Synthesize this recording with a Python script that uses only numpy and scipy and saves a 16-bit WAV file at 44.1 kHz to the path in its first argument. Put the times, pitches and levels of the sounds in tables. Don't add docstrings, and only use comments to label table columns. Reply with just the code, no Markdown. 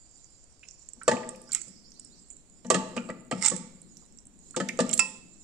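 import sys
import numpy as np
from scipy import signal
from scipy.io import wavfile
from scipy.ndimage import uniform_filter1d

SR = 44100
rng = np.random.default_rng(int(sys.argv[2]) if len(sys.argv) > 2 else 0)


def log_audio(samples):
    frames = np.atleast_2d(samples).T
    limited = np.clip(frames, -1, 1)
    pcm = np.round(limited * 32767).astype(np.int16)
    wavfile.write(sys.argv[1], SR, pcm)


N = 239815

# (frequency [Hz], relative density [dB])
HUM_SPECTRUM = [(5, 5.5), (25, 1.5), (45, -12), (70, -6), (110, -10.5), (250, -14), (660, -22),
                (1100, -27.5), (4000, -32.5), (5200, -57)]
HUM_LEVEL_DB = -63
# (time [s], level [dB])
SIZZLE_SPECTRUM = [(1760, -61), (3000, -35.5), (3650, -31.5), (3960, -16.5), (4200, -16.5), (4690, -18),
                   (5300, -16), (6410, -17.5), (7000, -1), (7240, 0), (7630, -4.5), (8040, -12),
                   (9600, -21.5), (10300, -48.5), (15600, -84), (22000, -120)]
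SIZZLE_LEVEL = [(0, -61.5), (.25, -59), (.5, -66), (.75, -59), (0.948, -64), (1.4, -62.5), (1.85, -65.5),
                (2.199, -60.5), (2.45, -63.5), (3.05, -58.5), (3.151, -64), (3.5, -75), (4, -58.5),
                (4.3, -69.5), (4.48, -57.5), (5.3, -63), (5.39, -57.5)]
# (time [s], level [dB])
WHINE_SPECTRUM = [(4500, -54.0), (4680, 2.0), (4760, 0.5), (4950, -55.0)]
WHINE_LEVEL = [(.3, -74.5), (.6, -80), (.75, -96.5)]
# (time [s], level [dB])
RUB_SPECTRUM = [(3600, -42.5), (4300, -7.5), (5500, 4), (6300, -3.5), (7000, -34.5)]
RUB_LEVEL = [(0, -78), (.7, -70), (1.6, -63.5), (2.201, -68), (2.4, -93.5)]
# (time [s], relative level [dB])
SLOSH_SPECTRUM = [(60, -46.0), (130, -5.0), (190, 7), (300, -2.0), (500, -16.5), (900, -42.5)]
SLOSH_LEVEL = [(0.0, -122), (0.98, -71), (1.15, -63.5), (2.54, -67.5), (2.88, -57.5), (4.3, -65),
               (4.851, -54.5), (5.44, -66)]
# (frequency [Hz], left minus right [dB])
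STEREO_LEAN = [(60, 4), (110, 2), (200, 3), (380, 5), (700, 4.5), (1290, -2.5), (2380, -1), (4400, -8.5),
               (8120, -13.5), (15000, 8.5)]
# (frequency [Hz], likeness of the channels [0-1])
STEREO_LIKENESS = [(60, 0.2), (180, 0.17), (550, 0.73), (1650, 0.025), (4970, 0.05), (15000, 0.59)]

# (frequency [Hz], t60 [s])
KITCHEN_T60 = [(150, 1), (500, 0.74), (1500, 0.65), (4000, 0.69), (9000, 0.44)]
ECHO_TURN_HZ, EARLY_T60_S = 6.5, 0.041
# (frequency [Hz], gain [dB])
LEFT_COLOUR = [(40, -11), (150, 1.5), (700, 1), (1200, -1), (2000, 1.5), (5000, -11), (8500, -3),
               (9600, -2), (10300, -13.5), (15000, -47)]
RIGHT_COLOUR = [(40, -15.5), (150, -3), (700, -2), (2000, 4), (5500, 3), (6600, 3), (7500, 13), (8400, 5.5),
                (9600, -5.5), (10300, -19), (15000, -33)]
BAND_LIMIT_HZ = 15700

# (time [s], length [s], top frequency [Hz], relative level [dB])
CHIRPS = [(1.455, 0.044, 5560, -57), (1.649, 0.056, 5700, -61), (1.736, 0.073, 5800, -62),
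          (1.78, 0.03, 5370, -64), (1.822, 0.088, 5980, -59), (1.86, 0.038, 5600, -72),
          (1.928, 0.11, 6190, -59), (1.997, 0.049, 5800, -69), (2.083, .11, 5820, -62.5),
          (2.143, 0.061, 5130, -66)]
SWEEP_HZ_PER_S = 24000

# (time [s], relative level [dB], nominal pitch [Hz])
GLIDES = [(0.631, -40.5, 2600), (.638, -44.5, 2660), (.652, -47, 2580), (0.629, -50.5, 1570),
          (1.014, -35.5, 1330), (1.016, -43, 1990), (1.115, -20.5, 1940), (1.167, -31.5, 2510),
          (1.231, -34, 1976), (1.347, -42, 2550), (1.491, -43, 1400), (2.679, -51, 2380),
          (2.7435, -16, 2925), (2.976, -34.5, 1270), (2.977, -21.5, 2550), (3.097, -33.5, 1307),
          (3.099, -31, 2010), (3.323, -25, 2530), (3.431, -23, 5260), (3.448, -19, 4010),
          (3.455, -23, 3000), (4.022, -50, 876), (4.543, -36, 1360), (4.601, -34.5, 1333),
          (4.688, -29, 3730), (4.686, -26.5, 1833), (4.691, -22, 2356), (4.804, -37.5, 4470),
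          (4.897, -30, 3010), (4.931, -29, 3310), (4.932, -21, 4280), (4.978, -26, 4340),
          (4.979, -28, 5430)]
GLIDE_T60_CYCLES = 78.6
# (time [s], relative level [dB], start [Hz], end [Hz])
GULPS = [(1.548, -43, 5150, 2455), (2.967, -35.5, 3630, 1344)]
GULP_FALL_S, GULP_T60_S = 0.003, 0.14
# (time [s], relative level [dB])
BRIGHT_TOPS = [(1.3586, -29.5), (1.4164, -30), (1.519, -19.5), (1.529, -18.5), (1.548, -12.5),
               (3.9714, -32), (4.6872, -18.5), (4.8913, -22), (4.929, -16), (4.9395, -6), (4.978, -16)]
BRIGHT_HZ, BRIGHT_T60_S = 12820, 0.021
# (time [s], relative level [dB], centre [Hz])
SNAPS = [(0.2434, -34, 6540), (0.686, -25.5, 6100), (0.7102, -28, 6200), (0.888, -26.5, 7270),
         (0.9339, -27, 7330), (1.033, -23.5, 8800), (1.081, -9, 7570), (1.29, -19.5, 7860),
         (1.3594, -37, 5800), (1.4165, -31.5, 9000), (1.492, -34.5, 7800), (1.5191, -16.5, 7300),
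         (1.5214, -18.5, 4700), (1.529, -15, 7700), (1.532, -12, 7740), (1.5484, -4.5, 7120),
         (1.616, -19, 7590), (1.6818, -32.5, 7700), (1.9189, -31, 5500), (1.9961, -25.5, 7700),
         (2.048, -30, 8200), (2.285, -40, 9200), (2.303, -28, 7870), (2.3106, -27, 8500),
         (2.367, -35, 7970), (2.667, -30, 6500), (2.7017, -4.5, 7000), (2.744, -11, 6900),
         (2.963, -38, 7740), (3.1025, -32.5, 7460), (3.207, -40.5, 8660), (3.25, -44, 8400),
         (3.267, -46.5, 8200), (3.311, -24.5, 7100), (3.426, -20, 7550), (3.44, -13, 7340),
         (3.4493, -7.5, 7300), (3.452, -7.5, 7200), (3.457, -13, 7400), (3.461, 0, 7300),
         (3.4629, -10, 7600), (3.469, -13, 7950), (3.474, -16, 7700), (3.477, -13, 7700),
         (3.4792, -13, 7600), (3.4831, -4, 8000), (3.486, -13, 7700), (3.5004, -11.5, 7860),
         (3.504, -11.5, 7450), (3.564, -17.5, 7070), (3.576, -29, 7700), (3.8168, -28.5, 8700),
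         (3.97, -28, 6100), (4.174, -41, 8450), (4.1866, -29, 6350), (4.254, -35, 8950),
         (4.2687, -32, 8470), (4.39, -39.5, 7740), (4.509, -27, 7750), (4.563, -16.5, 7360),
         (4.688, -14, 5900), (4.774, -30, 6840), (4.8048, -16.5, 7900), (4.865, -29, 6900),
         (4.8925, -17.5, 6800), (4.9123, -17, 7700), (4.9298, -10.5, 6300), (4.934, -10, 7400),
         (4.938, -9.5, 7600), (4.9766, -15, 7260), (4.9928, 0, 8400), (4.9958, -1.5, 7660),
         (5.003, -7, 5420), (5.017, -25, 5400)]
SNAP_T60_S = 0.01
WIDE_DB, WIDE_GROWTH = -12, 0.45
FAINT_COUNT, FAINT_MIN_DB, FAINT_SPREAD_DB = 50, -46.5, 6
FAINT_LOW_HZ, FAINT_HIGH_HZ = 6480, 9180
# (full from [s], hold [s], relative level [dB], body [dB], hum of the pot wall [dB])
SQUELCHES = [(1.555, 0.015, -43.5, -2.5, -18.5), (3.444, 0.034, -18, -14.5, -20.5),
             (4.902, 0.018, -34.5, -12.5, -30)]
SWELL_DB_PER_S, SAG_DB_PER_S, WALL_HZ = 324.5, 593.5, 893
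# (frequency [Hz], width as a share [1], level [dB])
HOLES = [(1326, 0.05, 5.5), (2230, 0.078, 3.5), (3100, 0.32, -2.5), (5510, 0.057, 6)]

# (frequency [Hz], relative level [dB], t60 before the length factor [s])
RIM_MODES = [(882, -26, 0.4), (1035, -24, 0.4), (1345, -11, 0.08), (1894, -22, 0.2), (2115, -16, 0.06),
             (2537, -15, .06), (2567, -12, 0.2), (2627, -2, 0.22), (4565, -21, .14), (4942, -28, 0.2),
             (5225, -18, 0.26), (5290, -21, .2), (5360, -19, 0.22), (5426, -19, .22), (5640, -23, 0.15),
             (6912, -22, 0.18)]
RIM_TIME_S, RIM_LEVEL_DB, RIM_ECHO_DB = 4.994, -18.5, -13
# (time [s], relative level [dB], thud [dB], clack [dB],
# ring length factor [1, clipped to 1.5], plate pitch [Hz], plate [dB])
KNOCKS = [(0.967, -48, 1.5, -14, 2.3, 1180, -16), (1.08, -11.5, -16.5, -7.5, 1.12, 1180, 4),
          (1.115, -17.5, -7.5, -14, 0.65, 1255, -5), (1.131, -24.5, 9.5, -23, 0.28, 1256, -13),
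          (1.673, -43.5, 7, -5, 1.04, 1150, -15), (2.648, -30, 6.5, -3.5, 1.17, 1183, -12.5),
          (2.704, -10, -17, -8, 1.02, 1156, 3), (2.747, -14.5, -1, 4.5, 0.21, 1247, -4),
          (2.763, -23, 7.5, -31, 0.32, 1340, -22), (2.966, -20.5, 2, -3, 0.59, 1199, -3),
          (3.09, -29.5, -8.5, -17, 0.66, 1200, 2.5), (3.102, -32, 13.5, -22, 0.56, 1330, -3.5),
          (3.314, -20, -15.5, 1.5, 0.25, 1198, -2), (3.325, -25, 15.5, -15, 0.7, 1304, -2),
          (3.516, -22.5, -2, -5.5, 0.57, 1146, -4), (4.565, -15, -9, -14, 0.35, 1197, -11),
          (4.602, -18.5, 2, 8, 0.36, 1296, -3.5), (4.791, -16.5, -24.5, -1, 0.39, 1200, 5.5),
          (4.804, -14.5, 3, 1, 0.35, 1213, -12)]
# (frequency [Hz], relative level [dB], t60 before the length factor [s])
POT_MODES = [(95, -15, 0.14), (162.6, -9.5, 0.15), (186.1, -4, 0.36), (239.2, -6, 0.48), (354.4, -9, 0.31),
             (500.4, -3.5, 0.25), (524.8, -7.5, 0.14), (631.4, -10, 0.16), (715, -16, .25),
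             (881.5, -10.5, 0.36), (1037, -26.5, 0.45), (1192, -28.5, 0.072), (1497, -17, 0.13),
             (1740, -10.5, 0.17), (1905, -9, 0.12), (3110, -13, 0.094), (4080, -14, 0.061),
             (5370, -13, 0.096)]
# (multiple of its pitch [1], relative level [dB], t60 before the length factor [s])
PLATE_MODES = [(.36, -1.5, .09), (.42, 1.5, .14), (.52, -3, 0.24), (1, 0, 0.16), (2.2, -13, .06),
               (3.77, -11, 0.052)]
PLATE_FREE_S, PLATE_DAMPED_DB = 0.016, -20
BASS_RISE_CYCLES = 1.61
PUSH_HALF_WIDTH_S, PUSH_HZ = 0.0035, 201.4
CRACK_DB, CRACK_GROWTH = 0, 0.62


def amp(db):
    return 10 ** (np.asarray(db, float) / 20)


def evened(x):
    return x / np.sqrt(np.mean(x ** 2) + 1e-20)


def read(points, hz):
    f, value = np.transpose(points)
    return np.interp(np.log(hz + 1), np.log(f + 1), value)


def add(mix, s, sound):
    part = mix[round(s * SR):][:len(sound)]
    part += sound[:len(part)]


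def band(x, hz, share):
    edges = np.clip([hz / (1 + share), hz * (1 + share)], 20, SR / 2.2)
    return signal.sosfilt(signal.butter(2, edges, "bandpass", fs=SR, output="sos"), x)


def causal(points):
    log_gain = np.log(amp(read(points, abs(np.fft.fftfreq(4096, 1 / SR)))))
    return np.fft.ifft(np.exp(np.conj(signal.hilbert(log_gain)))).real[:2048]


def steady(spectrum, curve, patchy_db):
    frames, hz = N // 256 + 5, np.fft.rfftfreq(1024, 1 / SR)
    a, b, c, d, patches = rng.standard_normal((frames, 513, 5)).T
    patches = uniform_filter1d(patches, size=8, axis=1)
    patches = evened(uniform_filter1d(patches, size=10, axis=0))
    likeness = np.clip(read(STEREO_LIKENESS, hz), -1, 1)[:, None]
    lean = amp(read(STEREO_LEAN, hz))[:, None]
    left = a + 1j * b
    right = likeness * left + np.sqrt(1 - likeness ** 2) * (c + 1j * d)
    z = np.array([lean * left, right]) / (1 + lean)
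    z = z * amp(read(spectrum, hz)[:, None] + patchy_db * patches)
    x = signal.istft(z, nperseg=1024, noverlap=768)[1][:, :N]
    level_db = np.interp(np.arange(N) / SR, *np.transpose(curve))
    return x / x.mean(0).std() * amp(level_db)


def hum():
    return steady(HUM_SPECTRUM, [(0, HUM_LEVEL_DB), (6, HUM_LEVEL_DB)], patchy_db=0.45)


def sizzle():
    return steady(SIZZLE_SPECTRUM, SIZZLE_LEVEL, patchy_db=4.5)


def whine():
    return steady(WHINE_SPECTRUM, WHINE_LEVEL, patchy_db=2.0)


def rub():
    return steady(RUB_SPECTRUM, RUB_LEVEL, patchy_db=4)


def slosh():
    return amp(1.5) * steady(SLOSH_SPECTRUM, SLOSH_LEVEL, patchy_db=2.5)


def echoes(early_db):
    taps = np.zeros((2, SR))
    at = np.arange(40, SR - 20, 20) + rng.integers(0, 20, (2, (SR - 41) // 20))
    np.put_along_axis(taps, at, rng.choice([-1., 1.], at.shape), 1)
    hz, t, z = signal.stft(taps, SR, nperseg=256)
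    share = 1 / (1 + (hz[:, None] / 900) ** 2)
    z[1] = share * z[0] + np.sqrt(1 - share ** 2) * z[1]
    early = amp(early_db - 60 * t / EARLY_T60_S)
    late = amp(-60 * t / read(KITCHEN_T60, hz)[:, None])
    tail = signal.istft(z * (early + late), SR, nperseg=256)[1]
    return tail / np.linalg.norm(tail[0])


def kitchen(x, early_db):
    turn = 2 * np.pi * ECHO_TURN_HZ * np.arange(N) / SR
    wet = 0
    for weight in (np.sin(turn), np.cos(turn)):
        wet = wet + signal.fftconvolve((x * weight)[None], echoes(early_db), axes=1)[:, :N]
    return wet


def channel_colour(x):
    colours = (LEFT_COLOUR, RIGHT_COLOUR)
    return np.array([signal.oaconvolve(c, causal(points))[:N] for c, points in zip(x, colours)])


def chirp(s, length_s, top_hz, level_db):
    hz = np.linspace(top_hz - SWEEP_HZ_PER_S * length_s, top_hz, round(length_s * SR))
    hz = hz * (1 + 0.023 * evened(uniform_filter1d(rng.standard_normal(len(hz)), size=60)))
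    return s, amp(level_db) * np.sin(2 * np.pi * np.cumsum(hz) / SR) * np.hanning(len(hz))


def glide(s, level_db, hz):
    t = np.arange(SR // 8) / SR
    tone = np.sin(2 * np.pi * hz * (1.04 * t + 0.001087 * np.exp(-t / 0.013)))
    blur = evened(band(rng.standard_normal(len(t)), hz, 0.17))
    envelope = amp(level_db - 60 * t * hz / GLIDE_T60_CYCLES) * (1 - np.exp(-t / 0.0013))
    return s - 0.0007, envelope * (0.5 * tone + 0.5 * blur)


def gulp(s, level_db, from_hz, to_hz):
    t = np.arange(SR // 8) / SR
    waver = evened(uniform_filter1d(rng.standard_normal(len(t)), size=80))
    hz = (to_hz + (from_hz - to_hz) * np.exp(-t / GULP_FALL_S)) * (1 + 0.06 * waver)
    envelope = amp(level_db - 60 * t / GULP_T60_S) * (1 - np.exp(-t / 0.0014))
    return s, envelope * np.sin(2 * np.pi * np.cumsum(hz) / SR)


def bright_top(s, level_db):
    t = np.arange(SR // 16) / SR
    hiss = band(rng.standard_normal(len(t)), BRIGHT_HZ, 0.31)
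    hiss = evened(band(hiss, BRIGHT_HZ, 0.31))
    return s, amp(level_db - 60 * t / BRIGHT_T60_S) * (1 - np.exp(-t / 0.00096)) * hiss


def snap(s, level_db, hz):
    t = np.arange(SR // 8) / SR
    noise = rng.standard_normal((2, len(t))) * amp(-60 * t / SNAP_T60_S) * (1 - np.exp(-t / 0.0004))
    narrow = band(band(noise[0], hz, 0.18), hz, 0.18)
    wide = band(band(noise[1], 3800, 1.5), 3800, 1.5)
    burst = narrow + amp(WIDE_DB + WIDE_GROWTH * level_db) * wide
    return s - 0.0005, amp(level_db - 16.5) * burst / burst[:100].std()


def squelch(s, hold_s, level_db, body_db, wall_db):
    t = np.arange(-SR // 8, SR // 8) / SR
    pops = amp(3.0 * rng.exponential(1, len(t))) * (rng.random(len(t)) < 700 / SR)
    puffs = signal.lfilter([1], [1, -np.exp(-1 / (0.00076 * SR))], pops) + 0.3
    spray = puffs * rng.standard_normal(len(t))
    top = amp(-14) * evened(band(spray, 7500, 0.32))
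    body = amp(body_db) * evened(sum(amp(db) * band(spray, hz, share) for hz, share, db in HOLES))
    press_db = SWELL_DB_PER_S * np.minimum(t, 0) - SAG_DB_PER_S * np.maximum(t - hold_s, 0)
    wall = amp(wall_db + press_db) * evened(band(spray, WALL_HZ, 0.028))
    return s + t[0], amp(level_db + press_db) * (top + body + wall) * signal.windows.tukey(len(t), 0.1)


def ring(modes, level_db, length, split, rough_db, rise_cycles=0.12):
    hz, db, t60_s = np.transpose(modes)[:, :, None]
    t, luck = np.arange(SR // 2) / SR, rng.standard_normal((3, len(modes), 1))
    pair = np.sin(2 * np.pi * hz * t + 0.5 * luck[0])
    pair = pair + 0.56 * np.sin(2 * np.pi * hz * (1 + split * luck[1]) * t + 0.5 * luck[2])
    flutter = signal.resample(rng.standard_normal((len(modes), 40)), len(t), axis=1)
    flutter = flutter * np.minimum(t / 0.023, 1)
    envelope = amp(db + level_db + rough_db * flutter - 60 * t / (t60_s * length))
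    rise = 1 - np.exp(-(t * hz / rise_cycles) ** 2)
    return (envelope * pair * rise).sum(0)


def rim_ring():
    return RIM_TIME_S, ring(RIM_MODES, RIM_LEVEL_DB, 0.96, split=0.0012, rough_db=2.2)


def knock(s, level_db, thud_db, clack_db, length, plate_hz, plate_db):
    blow = [(95, -1.5), (160, thud_db + 6.5), (250, thud_db + 4.0), (450, -0.5), (1350, 0.1),
            (1800, clack_db), (8000, clack_db)]
    drive_db = read(blow, np.transpose(POT_MODES)[0])[:, None]
    pot = ring(POT_MODES, drive_db, np.clip(length, 0.05, 1.5), split=0.014, rough_db=4.0,
               rise_cycles=BASS_RISE_CYCLES)
    t = np.arange(len(pot)) / SR
    plate = ring(np.multiply(PLATE_MODES, [plate_hz, 1, 1]), plate_db, 0.85, split=0.0045, rough_db=0.5)
    plate *= amp(PLATE_DAMPED_DB * np.clip((t - PLATE_FREE_S) / 0.0025, 0, 1))
    noise = rng.standard_normal((2, len(t)))
    thump = amp(-5.0 - 60 * t / 0.06) * evened(band(noise[0], 520, 0.5))
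    push = np.exp(-((t - 2 * PUSH_HALF_WIDTH_S) / PUSH_HALF_WIDTH_S) ** 2)
    push = amp(thud_db + 1.0) * push * np.cos(2 * np.pi * PUSH_HZ * t)
    body = pot / pot[:800].std() + plate + thump + push
    body *= 1 - np.exp(-t / 0.00092)
    crack = band(band(noise[1], 4400, 1.0), 4400, 1.4) * amp(-60 * t / 0.063)
    crack_db = level_db * (1 + CRACK_GROWTH) + CRACK_DB
    return s - 0.0012, amp(level_db - 13.5) * body + amp(crack_db) * crack


def scene():
    pot, rim, treble, bird = np.zeros((4, N))
    for mix, source, rows in ((bird, chirp, CHIRPS), (treble, glide, GLIDES), (treble, gulp, GULPS),
                              (treble, bright_top, BRIGHT_TOPS), (treble, snap, SNAPS),
                              (treble, squelch, SQUELCHES), (pot, knock, KNOCKS)):
        for row in rows:
            add(mix, *source(*row))
    for when, size, pitch in rng.random((FAINT_COUNT, 3)):
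        hz = FAINT_LOW_HZ + pitch * (FAINT_HIGH_HZ - FAINT_LOW_HZ)
        add(treble, *snap(0.033 + when * N / SR, FAINT_MIN_DB + FAINT_SPREAD_DB * size, hz))
    add(rim, *rim_ring())
    wet = kitchen(amp(-3.0) * pot + amp(RIM_ECHO_DB) * rim + amp(3.5) * bird, early_db=14)
    wet = wet + kitchen(amp(-7.5) * treble, early_db=12)
    treble_stereo = treble * amp([[-4], [0]])
    near = channel_colour(pot + rim + treble_stereo + amp(-3.5) * bird + wet)
    return near + slosh() + hum() + rub() + whine() + sizzle()


def record(dry):
    rounded = 1.1 * np.tanh(dry / 1.1)
    low_pass = signal.firwin(511, BAND_LIMIT_HZ, window=("kaiser", 9), fs=SR)
    return signal.oaconvolve(rounded, low_pass[None], "same")


dry = scene()
out = record(dry)
log_audio(out)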